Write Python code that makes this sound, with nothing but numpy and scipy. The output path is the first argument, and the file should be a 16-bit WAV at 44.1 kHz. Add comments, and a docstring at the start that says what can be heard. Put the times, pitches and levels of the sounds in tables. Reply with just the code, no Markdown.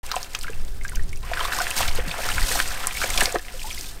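"""At the surface of a fish tank, very close, a goldfish gulps.
Its lips trap air that rings as short bubbles, films burst with sharp ticks, and the churned
water gurgles and fizzes in surges. Under it lie a lumpy low rumble, a faint hum and hiss.
The tank adds a resonance and a short ring from its glass walls."""
import sys
import numpy as np
from scipy import signal
from scipy.fft import rfft, irfft
from scipy.io import wavfile

SR = 44100
rng = np.random.default_rng(int(sys.argv[2]) if len(sys.argv) > 2 else 0)


def materialize(psi):
    """Save the field psi as 16-bit PCM at rate SR to the path in sys.argv[1].

    A 1-D psi becomes a single channel; in a 2-D psi each row is a channel.
    """
    bounded = np.clip(np.atleast_2d(psi).T, -1, 1)
    quanta = np.round(bounded * 32767).astype(np.int16)
    wavfile.write(sys.argv[1], SR, quanta)


N = 176400
TIME = np.arange(N) / SR


def from_db(db):
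    """Decibels to gain."""
    return 10 ** (np.asarray(db) / 20)


def unit_rms(x):
    """Scale to rms 1."""
    return x / np.sqrt(np.mean(x ** 2) + 1e-20)


def gain_curve(rows):
    """Gain over time from (s, dB) rows."""
    return from_db(np.interp(TIME, *np.transpose(rows)))


def decay(t, t60_s):
    """Fall by 60 dB in t60_s."""
    return from_db(-60 * t / t60_s)


def add(out, start_s, sound):
    """Mix a sound in at start_s."""
    i = int(np.clip(start_s * SR, 0, N - 1))
    out[i:i + len(sound)] += sound[:N - i]


def coloured(x, spectrum):
    """Filter by (Hz, dB) rows, rolling off outside them; rms 1."""
    hz = np.arange(N // 2 + 1) * SR / N
    row_hz, row_db = np.transpose(spectrum)
    gain = from_db(np.interp(np.log(hz + 1e-3), np.log(row_hz), row_db))
    skirts = 1 / (1 + (hz / (2 * row_hz[-1])) ** 4) / (1 + (row_hz[0] / (2 * hz + 1e-3)) ** 4)
    return unit_rms(irfft(rfft(x) * gain * skirts, N))


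def noise(spectrum):
    """Coloured noise, rms 1."""
    return coloured(rng.standard_normal(N), spectrum)


def resonance(x, hz, width_hz):
    """Two-pole resonator, peak gain 1."""
    r = np.exp(-np.pi * width_hz / SR)
    feedback = [1, -2 * r * np.cos(2 * np.pi * hz / SR), r * r]
    return signal.lfilter(np.array([1, 0, -1]) * (1 - r * r) / 2, feedback, x + 1e-18)


def band(x, hz, width_hz, widen=1):
    """Two resonators in series, the second widen times as wide; rms 1."""
    return unit_rms(resonance(resonance(x, hz, width_hz), hz, widen * width_hz))


def clumps(spread_db=2.33, cutoff_hz=69):
    """Wandering gain: foam and churning come in quick uneven clumps."""
    wander = signal.sosfilt(signal.butter(2, cutoff_hz, fs=SR, output="sos"), rng.standard_normal(N))
    return from_db(spread_db * np.clip(unit_rms(wander), -2, 2))


def bubble(hz, t60_cycles, onset_cycles=0.95, rise_per_cycle=0.0019):
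    """An air pocket swells in about a cycle, rings down and rises a little in pitch."""
    cycles = np.arange(int(t60_cycles / hz * SR * 1.2) + 2) * hz / SR
    envelope = (1 - np.exp(-(cycles / onset_cycles) ** 2)) * from_db(-60 * cycles / t60_cycles)
    return envelope * np.sin(2 * np.pi * cycles * (1 + rise_per_cycle * cycles / 2))


# Stereo noise spectrum. Each row: frequency in Hz, relative level in dB.
STEREO_NOISE_SPECTRUM = [(25, 13), (100, -4), (200, -2), (500, -3.5), (1500, -17), (4000, -29)]

def faint_stereo_noise():
    """Very faint low diffuse noise that gives slight stereo width."""
    return from_db(-68.5) * noise(STEREO_NOISE_SPECTRUM)


# Hiss spectrum. Each row: frequency in Hz, relative level in dB.
HISS_SPECTRUM = [(100, 9.5), (250, 8.5), (600, 5.5), (1500, -37), (4000, -32), (8500, -6.5),
                 (11000, -11), (16000, -6.5)]

def hum_and_hiss():
    """A faint wavering hum in steady noise, low murmur plus high hiss."""
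    hum = from_db(-59) * band(rng.standard_normal(N), hz=391.5, width_hz=27)
    return hum + from_db(-55) * noise(HISS_SPECTRUM)


# Rumble envelope. Each row: time in seconds, level in dB.
RUMBLE_LEVEL = [(0.04, -34.5), (0.31, -41), (0.52, -26.5), (0.87, -31.5), (0.98, -23), (1.16, -28),
                (1.76, -36), (1.79, -23), (2.02, -23.5), (2.14, -33), (2.23, -32), (2.36, -22), (2.44, -24),
                (2.49, -30), (2.94, -34), (3.17, -25.5), (3.43, -37), (3.99, -33.5)]
# Rumble spectrum. Each row: frequency in Hz, relative level in dB.
RUMBLE_SPECTRUM = [(10, 4), (18, -3), (30, -11), (50, -13.5), (80, -23), (130, -29), (220, -38), (400, -45),
                   (900, -54)]

def rumble(bump_s=2.43, bump_hz=21.7, bump_width_s=0.014):
    """Lumpy low noise with one dull bump."""
    t = TIME - bump_s
    bump = from_db(-8.5) * np.exp(-(t / bump_width_s) ** 2) * np.cos(2 * np.pi * bump_hz * t)
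    return from_db(4.5) * gain_curve(RUMBLE_LEVEL) * noise(RUMBLE_SPECTRUM) + bump


def tank_echoes(x, cutoff_hz, t60_s=0.076, delay_s=0.002):
    """Dense, dull reflections between the glass walls."""
    t = TIME[:SR // 4]
    echoes = rng.standard_normal(len(t)) * decay(t, t60_s) * (t > delay_s)
    lowpass = signal.butter(1, cutoff_hz, fs=SR, output="sos")
    return signal.fftconvolve(x, signal.sosfilt(lowpass, echoes / np.linalg.norm(echoes)))[:N]


# Vigour of the foam. Each row: time in seconds, level in dB.
FOAM_LEVEL = [(0.04, -46.5), (0.15, -43.5), (0.24, -42), (0.28, -50), (0.35, -44), (0.4, -49.5),
              (0.43, -39), (0.46, -49.5), (0.82, -53.5), (0.84, -48), (0.96, -50), (1.02, -51.5),
              (1.19, -54.5), (1.45, -34.5), (1.5, -42.5), (1.54, -31), (1.75, -38), (1.77, -23),
              (1.94, -44), (1.96, -36.5), (2.04, -47.5), (2.08, -39.5), (2.18, -39), (2.25, -33),
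              (2.45, -32.5), (2.49, -27.5), (2.6, -27), (2.64, -35), (2.89, -40), (3.02, -29), (3.06, -35),
              (3.21, -27.5), (3.41, -48), (3.71, -38.0), (3.89, -39), (3.99, -52)]
# Foam spectrum. Each row: frequency in Hz, relative level in dB.
FOAM_SPECTRUM = [(300, 2), (600, -13.5), (1500, -11.5), (3000, -1), (5000, 1), (7000, -2), (8800, 0.5),
                 (10500, -7), (14000, -4), (16000, -16)]

def fizz(collapses_per_s=4000, spread_db=2.5, q=9):
    """Foam: a crowd of tiny collapses on a smooth spray of finer ones."""
    sizes = from_db(spread_db * np.minimum(rng.exponential(1, N), 4)) * rng.choice([-1, 1], N)
    clicks = sizes * (rng.random(N) < collapses_per_s / SR)
    bands_hz = np.geomspace(1800, 14500, 20)
    click_band = rng.integers(0, len(bands_hz), N)
    grains = sum(resonance(clicks * (click_band == k), hz, hz / q) for k, hz in enumerate(bands_hz))
    foam = from_db(-3.5) * coloured(grains, FOAM_SPECTRUM) + from_db(-2.5) * noise(FOAM_SPECTRUM)
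    return gain_curve(FOAM_LEVEL) * clumps() * foam


def pings(per_s=110, spread_db=6.5, low_hz=2000, high_hz=9000):
    """Tiny bubbles ping on the surface, louder when the foam is lively."""
    out = np.zeros(N)
    for when, pitch, size in rng.random((int(per_s * N / SR), 3)):
        hz = low_hz * (high_hz / low_hz) ** pitch
        db = -40.5 + spread_db * min(-np.log(1 - size), 3)
        add(out, when * N / SR, from_db(db) * bubble(hz, t60_cycles=34))
    vigour = gain_curve(FOAM_LEVEL)
    return out * vigour / np.median(vigour)


# Vigour of the churning. Each row: time in seconds, level in dB.
GURGLE_LEVEL = [(0.04, -43.5), (0.13, -37.5), (0.31, -49), (0.35, -38.5), (0.38, -49), (0.48, -46),
                (0.61, -50), (0.8, -54.1), (0.86, -49), (1.22, -56.5), (1.24, -43), (1.38, -31.5),
                (1.6, -31.5), (1.74, -35.5), (1.83, -26.3), (1.93, -40), (1.98, -31.3), (2.03, -39),
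                (2.23, -30.5), (2.45, -34.3), (2.6, -28), (2.64, -35.5), (2.85, -33), (2.95, -40),
                (3.03, -32.5), (3.13, -33), (3.22, -27.5), (3.32, -35.5), (3.36, -41), (3.42, -50),
                (3.48, -43.5), (3.63, -49), (3.65, -45), (3.99, -48)]
# Churned water spectrum. Each row: frequency in Hz, relative level in dB.
GURGLE_SPECTRUM = [(120, -24), (280, -10.5), (500, -0.5), (800, 3.5), (1100, 0), (1600, 2.5), (2400, -3.5),
                   (3500, -9.5), (6000, -26)]

def gurgle(bubbles_per_s=1000, spread_db=4, low_hz=330, high_hz=4500):
    """A random swarm of lesser bubbles over the wash of churned water."""
    swarm = np.zeros(N)
    wash = from_db(-5) * noise(GURGLE_SPECTRUM) * clumps()
    for when, pitch, size, polarity in rng.random((int(bubbles_per_s * N / SR), 4)):
        hz = low_hz * (high_hz / low_hz) ** np.sqrt(pitch)
        db = spread_db * min(-np.log(1 - size), 3)
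        gain = np.sign(polarity - 0.5) * from_db(db) * hz ** 1.1
        add(swarm, when * N / SR, gain * bubble(hz, t60_cycles=20))
    return gain_curve(GURGLE_LEVEL) * (from_db(-4) * coloured(swarm, GURGLE_SPECTRUM) + wash)


# Rising bubbles. Each row: start in seconds, length in seconds, first and last pitch in Hz, level in dB.
RISING_BUBBLES = [(0.038, 0.019, 905, 1450, -37), (1.233, 0.036, 1015, 1470, -37.5),
                  (3.642, 0.053, 850, 1060, -30.5)]

def rising_bubbles(fade_db=14):
    """Long-ringing bubbles climb ever faster in pitch as they near the surface."""
    out = np.zeros(N)
    for start_s, length_s, first_hz, last_hz, db in RISING_BUBBLES:
        progress = np.linspace(0, 1, int(length_s * SR))
        phase = 2 * np.pi * np.cumsum(first_hz + (last_hz - first_hz) * progress ** 2) / SR
        envelope = from_db(db - fade_db * progress) * signal.windows.tukey(len(progress), 0.12)
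        add(out, start_s, envelope * np.sin(phase))
    return out


# Bursting films. Each row: start in seconds, relative level in dB, band centre in Hz.
FILM_POPS = [(0.0648, -22.5, 7500), (0.116, -10.5, 4500), (.120, -13, 3600), (.158, -14.5, 6940),
             (0.23, -15, 5400), (0.246, -23.5, 2470), (0.334, -29, 7000), (.350, -14.5, 5040),
             (0.3514, -14, 5370), (.389, -19, 7900), (.412, -18.5, 3840), (.432, -19, 7600),
             (.436, -19, 2630), (.5035, -26, 7560), (.650, -29, 7040), (.681, -30, 3900), (.836, -28, 7900),
             (.846, -24.5, 7850), (.881, -20.5, 5400), (0.896, -20.5, 8600), (.955, -22.5, 11900),
             (0.958, -16.5, 5700), (1.036, -29.5, 8400), (1.093, -27.5, 4800), (1.1295, -27, 9000),
             (1.159, -26, 5130), (1.174, -26.5, 8500), (1.339, -19.5, 4660), (1.443, -20, 4000),
             (1.520, -23, 4500), (1.551, -18, 5000), (1.587, -13.5, 5100), (1.618, -13, 5740),
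             (1.706, -12, 9150), (1.766, -11, 7000), (1.778, -10, 4900), (1.879, -14.5, 6000),
             (1.892, -17, 4500), (1.954, -19, 8400), (2.115, -32, 7000), (2.289, -14, 4760),
             (2.6, -14, 4000), (2.677, -16.5, 7500), (2.745, -21.5, 7950), (2.8715, -8, 7900),
             (2.8705, -6.5, 9200), (3.016, -14, 4570), (3.041, -14, 4000), (3.103, -9, 7700),
             (3.176, -6, 6640), (3.208, -5, 7550), (3.234, -9, 8340), (3.257, -3, 4730), (3.325, -15, 7900),
             (3.348, -25, 5870), (3.386, -21, 3980), (3.634, -24, 7000), (3.810, -15, 6500)]

def film_pops(burst_t60_s=0.016, snap_t60_s=0.00066):
    """A film tears: a snap and a brief burst, coloured by the cavity under it."""
    out, t = np.zeros(N), TIME[:SR // 40]
    envelope = decay(t, burst_t60_s) + 4.1 * decay(t, snap_t60_s)
    for start_s, db, hz in FILM_POPS:
        tear = rng.standard_normal(len(t)) * envelope
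        cavity = band(tear, hz, width_hz=0.61 * hz)
        add(out, start_s, 0.0704 * from_db(db) * (cavity + 0.52 * unit_rms(tear)))
    return out


# Mouth bubbles. Each row: start in seconds, pitch in Hz, relative level in dB, 60 dB decay in cycles.
MOUTH_BUBBLES = [(.115, 1320, -16, 17), (0.141, 970, -17, 10.5), (.165, 740, -14, 11.8),
                 (0.164, 2700, -19, 20), (0.349, 1250, -26, 16), (.349, 2830, -13.5, 15),
                 (0.444, 1410, -26.5, 32), (0.468, 2180, -32, 49), (0.4807, 1590, -25.5, 46),
                 (.496, 450, -30, 18), (.532, 2620, -33.5, 45), (.812, 2080, -35.5, 67),
                 (.8495, 1590, -26, 62), (.891, 2070, -30, 24), (0.919, 1460, -32, 35),
                 (0.933, 975, -36, 28), (0.949, 2990, -36, 70), (.960, 2360, -33, 32),
                 (.970, 1514, -33.5, 46), (0.995, 1800, -31.5, 59), (1.13, 2200, -30, 49),
                 (1.315, 676, -21, 19), (1.335, 1590, -16, 12), (1.3719, 1550, -16.5, 24),
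                 (1.380, 1460, -23, 27), (1.394, 1290, -18, 27), (1.405, 3100, -21.5, 70),
                 (1.409, 1010, -16, 23), (1.444, 1690, -20.5, 25), (1.45, 3470, -20.5, 40),
                 (1.452, 1110, -17, 25), (1.475, 2300, -27, 39), (1.483, 1190, -24, 26),
                 (1.521, 1680, -17.5, 28), (1.533, 1480, -16, 22), (1.587, 1060, -19, 22),
                 (1.602, 1440, -17.5, 49), (1.608, 717, -22, 25), (1.668, 1810, -16.5, 19),
                 (1.711, 2560, -22, 32), (1.805, 740, -9, 8.5), (1.829, 2780, -21, 33),
                 (1.881, 3630, -16, 20), (1.884, 2300, -21, 34), (1.976, 2860, -24.5, 37),
                 (1.986, 483, -20.5, 18), (1.996, 1800, -28, 31), (2.057, 273, -33, 15),
                 (2.073, 165, -25.5, 10.5), (2.1122, 2480, -20, 40), (2.115, 3530, -23, 35),
                 (2.141, 900, -24.5, 18), (2.190, 716, -20, 12), (2.202, 580, -25, 20),
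                 (2.256, 560, -26, 14), (2.288, 1390, -14.5, 18), (2.3, 1510, -12.5, 11),
                 (2.381, 1600, -13, 18), (2.417, 1940, -21, 31), (2.507, 483, -27, 22),
                 (2.515, 1870, -18, 32), (2.555, 786, -18.5, 20), (2.590, 1560, -17, 18),
                 (2.600, 1500, -10, 18), (2.601, 2330, -14.5, 17), (2.839, 1290, -23, 24),
                 (2.87, 1066, -24, 31), (2.909, 2410, -20.5, 18), (2.971, 2250, -24.5, 59),
                 (3.016, 1490, -15.5, 22), (3.018, 2390, -24, 40), (3.025, 1380, -19, 24),
                 (3.036, 2300, -16.5, 28), (3.040, 1610, -18, 26), (3.041, 600, -14.5, 6.3),
                 (3.105, 2140, -20, 28), (3.176, 3400, -8.5, 17), (3.207, 2820, -8.5, 19),
                 (3.211, 1700, -9, 28), (3.219, 740, -13, 9.1), (3.225, 337, -9, 5),
                 (3.257, 2100, -17.5, 31), (3.276, 510, -19.5, 11), (3.293, 2300, -28, 30),
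                 (3.343, 498, -16, 11), (3.351, 710, -15.5, 14.4), (3.358, 1240, -15.5, 14),
                 (3.356, 1730, -18, 20), (3.359, 377, -11.5, 7.4), (3.364, 494, -24, 14),
                 (3.392, 1760, -33.5, 61), (3.483, 2050, -29.5, 34), (3.540, 510, -38, 44),
                 (3.776, 2070, -31.5, 53), (3.843, 2470, -35, 42)]

def gulps(ring_db=5, spatter_db=-8.5, spatter_t60_s=0.034):
    """Air pinched off at the mouth rings; water torn up around it spatters near the same pitch."""
    out, t = np.zeros(N), TIME[:SR // 12]
    for start_s, hz, db, t60_cycles in MOUTH_BUBBLES:
        add(out, start_s, from_db(db + ring_db) * bubble(hz, t60_cycles))
        spatter = band(rng.standard_normal(len(t)) ** 3, hz, width_hz=0.6 * hz, widen=2)
        add(out, start_s, from_db(db + spatter_db) * spatter * decay(t, spatter_t60_s))
    return out


def scene():
    """All sources centred, with a trace of width."""
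    background = rumble() + hum_and_hiss()
    stereo_noise = faint_stereo_noise()
    water = gulps() + rising_bubbles() + film_pops() + fizz() + gurgle() + pings()
    tank_body = from_db(-5.5) * resonance(water, hz=510, width_hz=35)
    mid = background + water + tank_body + from_db(-9.5) * tank_echoes(water, cutoff_hz=4000)
    side = stereo_noise + from_db(-43) * tank_echoes(water, cutoff_hz=2320)
    fade_in = np.clip((TIME - 0.03) / 0.0042, 0, 1)
    return np.array([mid + side, mid - side]) * fade_in


def record(dry, notch_hz=5875, cutoff_hz=15700):
    """A narrow treble notch and a steep low-pass."""
    notched = signal.lfilter(*signal.iirnotch(notch_hz, Q=130, fs=SR), dry)
    return signal.sosfilt(signal.ellip(10, 0.1, 80, cutoff_hz, fs=SR, output="sos"), notched)


dry = scene()
out = record(dry)
materialize(out)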